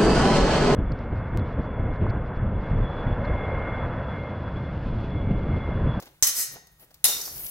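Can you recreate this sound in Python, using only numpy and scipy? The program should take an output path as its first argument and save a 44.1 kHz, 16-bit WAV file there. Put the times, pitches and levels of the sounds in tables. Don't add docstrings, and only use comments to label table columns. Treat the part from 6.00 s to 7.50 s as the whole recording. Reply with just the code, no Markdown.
import sys
import numpy as np
from scipy import signal
from scipy.fft import rfft, irfft
from scipy.io import wavfile

SR = 44100
rng = np.random.default_rng(int(sys.argv[2]) if len(sys.argv) > 2 else 0)


def wav_record(signal):
    frames = np.transpose(np.atleast_2d(signal))
    bounded = np.clip(frames, -1, 1)
    quanta = np.round(bounded * 32767).astype(np.int16)
    wavfile.write(sys.argv[1], SR, quanta)


N = 66150
T = np.arange(N) / SR
HZ = np.maximum(np.arange(N // 2 + 1) * SR / N, 1)
LEFT_RIGHT = np.array([[1], [-1]])
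BODY_LAG_MS = -.14


def from_db(db):
    return 10 ** (np.asarray(db) / 20)


def rms_one(x):
    return x / np.sqrt(np.mean(x ** 2) + 1e-20)


def at_hz(points, hz):
    freqs, values = np.transpose(points)
    return np.interp(np.log(hz), np.log(freqs), values)


def convolve(x, response):
    return signal.fftconvolve(np.atleast_2d(x), response, axes=1)[:, :N]


def decay(start, t60):
    return (T >= start) * from_db(-60 * np.maximum(T - start, 0) / t60)


def swells(rows):
    power = 0
    for centre, db, half in rows:
        position = np.clip((T - centre) / (2 * half), -1, 1)
        power = power + (from_db(db) * np.cos(np.pi / 2 * position) ** 2) ** 2
    return np.sqrt(power)


def curve(rows):
    times, db = np.transpose(rows)
    return from_db(np.interp(T, times, db)) * (T >= times[0]) * (T <= times[-1])


def lagged(x, ms):
    return np.array([irfft(rfft(x[0]) * np.exp(-2j * np.pi * HZ * ms / 1000), N), x[1]])


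def clicks(per_s, spread_db):
    sizes = from_db(spread_db * np.minimum(rng.exponential(1, N), 4)) * rng.choice([-1, 1], N)
    return rms_one(sizes * (rng.random(N) < per_s / SR))


def stored(drive, t60):
    kept = from_db(-120 / (t60 * SR))
    return np.sqrt(signal.lfilter([1 - kept], [1, -kept], drive ** 2 + 1e-18))


def grains(per_s, spread_db, t60):
    return stored(clicks(per_s, spread_db), t60)


def steel_ripple(depth_db, spacing_hz=55, from_hz=1800):
    knots = np.arange(0, SR, spacing_hz)
    heights = np.clip(rng.standard_normal(len(knots)), -2, 2)
    return depth_db * HZ ** 2 / (HZ ** 2 + from_hz ** 2) * np.interp(HZ, knots, heights)


# frequency in Hz, left-right correlation.
STEREO_LIKENESS = [(50, 0.97), (500, 0.98), (2000, 0.96), (8000, 0.13), (16000, 0.18)]


def noise(spectrum, lift_db=0):
    mid, side = rfft(rng.standard_normal((2, N)))
    alike = np.clip(at_hz(STEREO_LIKENESS, HZ), 0, 1)
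    both = np.sqrt(1 + alike) * mid + np.sqrt(1 - alike) * side * LEFT_RIGHT
    return rms_one(irfft(both * from_db(at_hz(spectrum, HZ) + lift_db), N))


# frequency in Hz, relative level in dB.
AIR_EQ = [(20, -11.5), (55, 3.5), (100, -7.5), (160, 2.5), (220, -18.5), (700, -18), (2000, -19.5),
          (6000, -26), (11000, -22.5), (16000, -22)]


def evening_air(level_db=-60.5):
    return from_db(level_db) * lagged(noise(AIR_EQ), BODY_LAG_MS)


# frequency in Hz, gain in dB.
ECHO_EQ = [(100, -9.5), (400, -3.5), (1200, -4), (4000, -4.5), (9000, -11.5), (16000, -11.5)]
# frequency in Hz, seconds to fall 60 dB.
ECHO_T60 = [(100, 0.3), (1000, 0.49), (5000, .39), (15000, .28)]


def yard_echo(x, build_s=0.038, alike_below_hz=900):
    left, other = rfft(rng.standard_normal((2, N)))
    shared = 1 / np.sqrt(1 + (HZ / alike_below_hz) ** 2)
    white = np.array([left, shared * left + np.sqrt(1 - shared ** 2) * other])
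    edges = np.geomspace(60, 18000, 13)
    response = 0
    for low, high in zip(edges, edges[1:]):
        hz = np.sqrt(low * high)
        band = irfft(white * (HZ >= low) * (HZ < high), N) * from_db(at_hz(ECHO_EQ, hz))
        tail = decay(0, at_hz(ECHO_T60, hz)) * (1 - np.exp(-T / build_s))
        response = response + band * tail / np.sqrt(np.sum(tail ** 2))
    return convolve(x, response)


# centre in seconds, level in dB,
# half length in seconds.
SCUFF_CUES = [(0.028, -48, 0.015), (0.065, -48.5, 0.019), (0.545, -52, 0.025), (0.567, -47.5, 0.016),
              (0.822, -58, 0.022), (0.912, -59.5, 0.0071), (0.955, -62, 0.012), (1.098, -40.5, 0.011),
              (1.20, -46.5, 0.011), (1.279, -43.5, 0.0059), (1.37, -56, 0.11)]
STEP_CUES = [(0.53, -55, 0.042), (1.16, -57, 0.024), (1.35, -49.5, 0.043), (1.447, -49, 0.025)]
# frequency in Hz, relative level in dB.
SCUFF_EQ = [(60, -35), (250, -1), (800, -0.5), (1300, -8), (2500, -10), (6000, -14.5), (16000, -45)]
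STEP_EQ = [(20, -15), (50, 2), (90, -9), (140, 4), (220, -15.5), (600, -13), (3000, -70)]


def feet():
    crunch = grains(per_s=900, spread_db=2.5, t60=0.04)
    grass = swells(SCUFF_CUES) * crunch * noise(SCUFF_EQ)
    turf = swells(STEP_CUES) * noise(STEP_EQ)
    return lagged(grass + turf, BODY_LAG_MS)


# start in seconds, relative level in dB.
CLINK_CUES = [(0.0, -40.5), (0.024, -44), (0.057, -52.5), (0.67, -49), (0.797, -55.5), (0.845, -59),
              (0.908, -53.5), (0.943, -45.5), (1.38, -40), (1.465, -36)]
# centre in seconds, level in dB, half length in seconds.
JINGLE_CUES = [(0.04, -57.5, 0.059), (0.535, -43.5, 0.018), (0.725, -59, 0.011), (0.822, -51.5, 0.025),
               (1.32, -55.5, 0.13), (1.46, -35, 0.14)]
# frequency in Hz, relative level in dB.
PLATE_EQ = [(800, -21), (2500, -8.5), (5000, 3.5), (7500, -0.5), (10000, -4), (13500, 1), (16000, 1.5)]
MAIL_EQ = [(1000, -17.5), (3000, -13.5), (6000, -22.5), (9300, -12.5), (10500, 1), (12800, 1.5),
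           (16000, -3.5)]


def armour(tick_t60=.018, ring_t60=.07, ring_gain=0.61, pan_db=1.4):
    knocks = sum(from_db(db) * (decay(start, tick_t60) + ring_gain * decay(start, ring_t60))
                 for start, db in CLINK_CUES)
    plates = knocks * grains(per_s=5000, spread_db=1.8, t60=0.005) * noise(PLATE_EQ)
    tumble = swells(JINGLE_CUES) * grains(per_s=1500, spread_db=2.2, t60=.035)
    mail = tumble * noise(MAIL_EQ, steel_ripple(depth_db=3.5))
    return lagged(plates + mail, BODY_LAG_MS) * from_db(pan_db * LEFT_RIGHT)


# start in seconds, left-ear lag of the crack in ms, thud level in dB.
CLASH_CUES = [(0.2247, 0.14, -29), (1.0411, -0.077, -33)]


def thuds(hz=101.3, t60=0.043, pan_db=4):
    thud = sum(from_db(db) * decay(start, t60) * np.sin(2 * np.pi * hz * (T - start))
               for start, _, db in CLASH_CUES)
    return lagged(thud * from_db(pan_db * LEFT_RIGHT), BODY_LAG_MS)


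# frequency in Hz, relative level in dB.
SHIMMER_EQ = [(1000, -17), (2000, -2.5), (2800, -8.5), (3500, -8.5), (6000, 3.5), (9000, 6), (11500, 7.5),
              (16000, 4)]


def shimmer_response(count=180, t60_at_6khz=0.15, damping=0.12):
    out, t = np.zeros((2, N)), T[:N // 2]
    places = (np.arange(count) + rng.random(count)) / count
    scatter = rng.standard_normal((count, 3))
    phases = rng.uniform(0, 2 * np.pi, count)
    for place, (size, life, width), phase in zip(places, scatter, phases):
        hz = 1000 + place ** 1.15 * 15000
        t60 = t60_at_6khz * (6000 / hz) ** damping * np.exp(0.17 * np.clip(life, -2, 2))
        fall = from_db(at_hz(SHIMMER_EQ, hz) + 4.0 * size - 60 * t / t60)
        out[:, :len(t)] += fall * np.sin(2 * np.pi * hz * t + phase + 0.86 * width * LEFT_RIGHT)
    return out / np.sqrt(np.mean(out[:, :SR // 100] ** 2))


# time in seconds, relative level in dB.
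SLIDE_FORCE = [(0.245, -47), (0.28, -32), (0.325, -45), (0.36, -30), (0.395, -25), (0.428, -30),
               (0.45, -61), (0.47, -70)]
GRIND_FORCE = [(1.055, -34.5), (1.09, -30), (1.13, -36.5), (1.165, -40), (1.195, -43), (1.215, -39),
               (1.235, -46.5), (1.255, -39.5), (1.30, -49.5), (1.5, -59.5)]
# frequency in Hz, relative level in dB.
RASP_EQ = [(200, -8), (600, -5.5), (1500, -8.5), (2200, -14), (2800, -30.5), (4000, -0.5), (6000, 4.5),
           (9000, -5), (12000, 6), (16000, -4.5)]


def rubbing(force, shimmer, rasp_db, ring_db=-.5):
    catches = curve(force) * clicks(per_s=3000, spread_db=2.0)
    ring = convolve(catches, shimmer / np.sqrt(np.sum(shimmer ** 2) / 2))
    rasp = stored(catches, t60=.005) * noise(RASP_EQ, steel_ripple(depth_db=7))
    return from_db(ring_db) * ring + from_db(rasp_db) * rasp


# centre in seconds, relative level in dB,
# half length in seconds.
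PINCH_CUES = [(1.205, -1, .014), (1.257, 0, .009)]
# frequency in Hz, level of the stronger tone in dB.
PINCH_MODES = [(4554, -47), (11540, -51), (12892, -46), (13368, -48), (14881, -50)]


def pinched_ring(t60=.33, beat_hz=17, width_rad=1.0):
    swing = stored(swells(PINCH_CUES), t60)
    out = 0
    for hz, db in PINCH_MODES:
        phase = 2 * np.pi * (hz * T + rng.random()) + rng.normal(0, width_rad) * LEFT_RIGHT
        beat = 2 * np.pi * (beat_hz * T + rng.random())
        out = out + from_db(db) * (np.sin(phase) + .5 * np.sin(phase + beat))
    return out * swing / swing.max()


# frequency in Hz, seconds to fall 60 dB, then relative
# levels in dB for the first clash, the second clash and the slide.
STRONG_MODES = [(1168, 0.52, -39, -48, -68), (1366, 0.55, -42, -47, -74), (1872, 1.3, -52, -60, -55),
                (2050, 0.45, -39, -47, -55), (2840, 0.45, -52, -41, -57), (3172, 0.49, -36, -50, -72),
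                (3647, 0.4, -44, -33, -60), (3675, 0.48, -42, -25, -56), (3725, 0.7, -61, -43, -53),
                (4033, 0.5, -57, -59, -53), (4095, 0.4, -33, -36, -47), (4165, 0.4, -31, -36, -55),
                (4364, 0.58, -46, -56, -46), (5049, 0.58, -50, -46, -45), (5290, 0.33, -30, -55, -50),
                (5665, 0.39, -28, -29, -46), (5754, 0.41, -53, -38, -41), (6057, 0.38, -51, -40, -39),
                (6119, 0.48, -28, -39, -41), (6188, 0.36, -26, -33, -58), (6493, 0.44, -50, -51, -35),
                (6716, 0.16, -21, -46, -58), (6874, 0.2, -35, -28, -42), (7275, 0.32, -31, -35, -41),
                (7432, 0.27, -34, -37, -37), (7912, 0.13, -20, -39, -45), (8053, 0.24, -37, -31, -32),
                (8478, 0.41, -28, -32, -58), (8520, 0.17, -18, -29, -45), (8718, 0.24, -33, -34, -36),
                (9378, 0.29, -35, -32, -39), (9835, 0.33, -34, -36, -62), (10014, 0.28, -51, -25, -40),
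                (10370, 0.18, -36, -41, -38), (10641, 0.2, -54, -18, -41), (10844, 0.18, -44, -32, -36),
                (11040, 0.4, -31, -43, -62), (11160, 0.33, -26, -41, -66), (11328, 0.16, -46, -25, -33),
                (11540, 0.36, -28, -36, -51), (11838, 0.17, -46, -47, -33), (12528, 0.32, -31, -32, -62),
                (12895, 0.22, -38, -35, -40), (13345, 0.18, -30, -33, -37)]
# frequency in Hz, relative drive in dB.
BITE_EQ = [(3700, 4), (5600, -6), (10000, -14)]
BITE_S, BITE_HALF_S = 1.115, 0.0073
CHOKE_S, CHOKE_DB_PER_S = 1.146, 117


def blade_ring(clash_trim_db=-3.5, slide_trim_db=-1, bite_trim_db=-9,
               wander_hz=3, width_rad=0.41, pan_db=.6):
    slide, bite = curve(SLIDE_FORCE), swells([(BITE_S, 0, BITE_HALF_S)])
    rub = slide / slide.max() + bite
    out = 0
    for hz, t60, first_db, second_db, slide_db in STRONG_MODES:
        phase = 2 * np.pi * (hz * T + rng.random()) + rng.normal(0, width_rad) * LEFT_RIGHT
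        struck = from_db(first_db + clash_trim_db) * decay(CLASH_CUES[0][0], t60)
        struck += from_db(second_db + clash_trim_db) * decay(CLASH_CUES[1][0], t60)
        bite_db = second_db + at_hz(BITE_EQ, hz)
        pumped = 0
        for drive, db in ((slide, slide_db + slide_trim_db), (bite, bite_db + bite_trim_db)):
            swing = stored(drive, t60)
            pumped = pumped + from_db(db) * swing / swing.max()
        wander = np.cumsum(rng.standard_normal(N) * rub) * np.sqrt(2 * np.pi * wander_hz / SR)
        out = out + struck * np.sin(phase) + pumped * np.cos(phase + wander)
    choke = from_db(-CHOKE_DB_PER_S * np.maximum(T - CHOKE_S, 0))
    return out * choke * from_db(pan_db * LEFT_RIGHT)


# start in seconds, crack level in dB, shimmer level in dB,
# brightest pitch in Hz, boost at that pitch in dB.
HIT_CUES = [(0.225, -11.5, -22, 6630, 16.5), (0.231, -16.5, -23, 5470, 9.5),
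            (0.2690, -18.5, -20, 11200, 18.5), (1.0414, -11, -26, 10060, 16.5),
            (1.051, -13, -23.5, 10700, 12.5), (1.213, -31.5, -56, 5650, 26)]
# frequency in Hz, relative level in dB.
CRACK_EQ = [(200, -15.5), (600, -8.5), (1500, -6), (2500, -7), (3500, 2), (6000, 3.5), (9000, -4.5),
            (14000, 0), (16000, -6.5)]


def blade_hits(shimmer, crack_t60=0.084, boost_octaves=.16):
    cracks, taps = 0, np.zeros(N)
    for start, crack_db, shimmer_db, hz, boost_db in HIT_CUES:
        boost = boost_db * np.exp(-.5 * (np.log2(HZ / hz) / boost_octaves) ** 2)
        _, lag_ms, _ = min(CLASH_CUES, key=lambda clash: abs(clash[0] - start))
        chatter = grains(per_s=4400, spread_db=0.0, t60=0.0042)
        steel = lagged(noise(CRACK_EQ, boost + steel_ripple(depth_db=4)), lag_ms)
        cracks = cracks + from_db(crack_db) * decay(start, crack_t60) * chatter * steel
        taps[int(start * SR)] = from_db(shimmer_db)
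    return cracks + convolve(taps, shimmer)


def scene():
    shimmer = shimmer_response()
    slide = rubbing(SLIDE_FORCE, shimmer, rasp_db=-5)
    grind = rubbing(GRIND_FORCE, shimmer, rasp_db=5.5)
    steel = blade_hits(shimmer) + slide + grind
    ring = blade_ring() + pinched_ring()
    bodies = armour() + feet()
    echoes = yard_echo(steel + from_db(-10.0) * ring + from_db(-5.5) * bodies)
    return evening_air() + echoes + bodies + thuds() + ring + steel


def record(dry, ceiling=1.1, cutoff_hz=15800):
    rounded = ceiling * np.tanh(dry / ceiling)
    return signal.sosfilt(signal.ellip(12, .2, 80, cutoff_hz, fs=SR, output="sos"), rounded)


dry = scene()
out = record(dry)
wav_record(out)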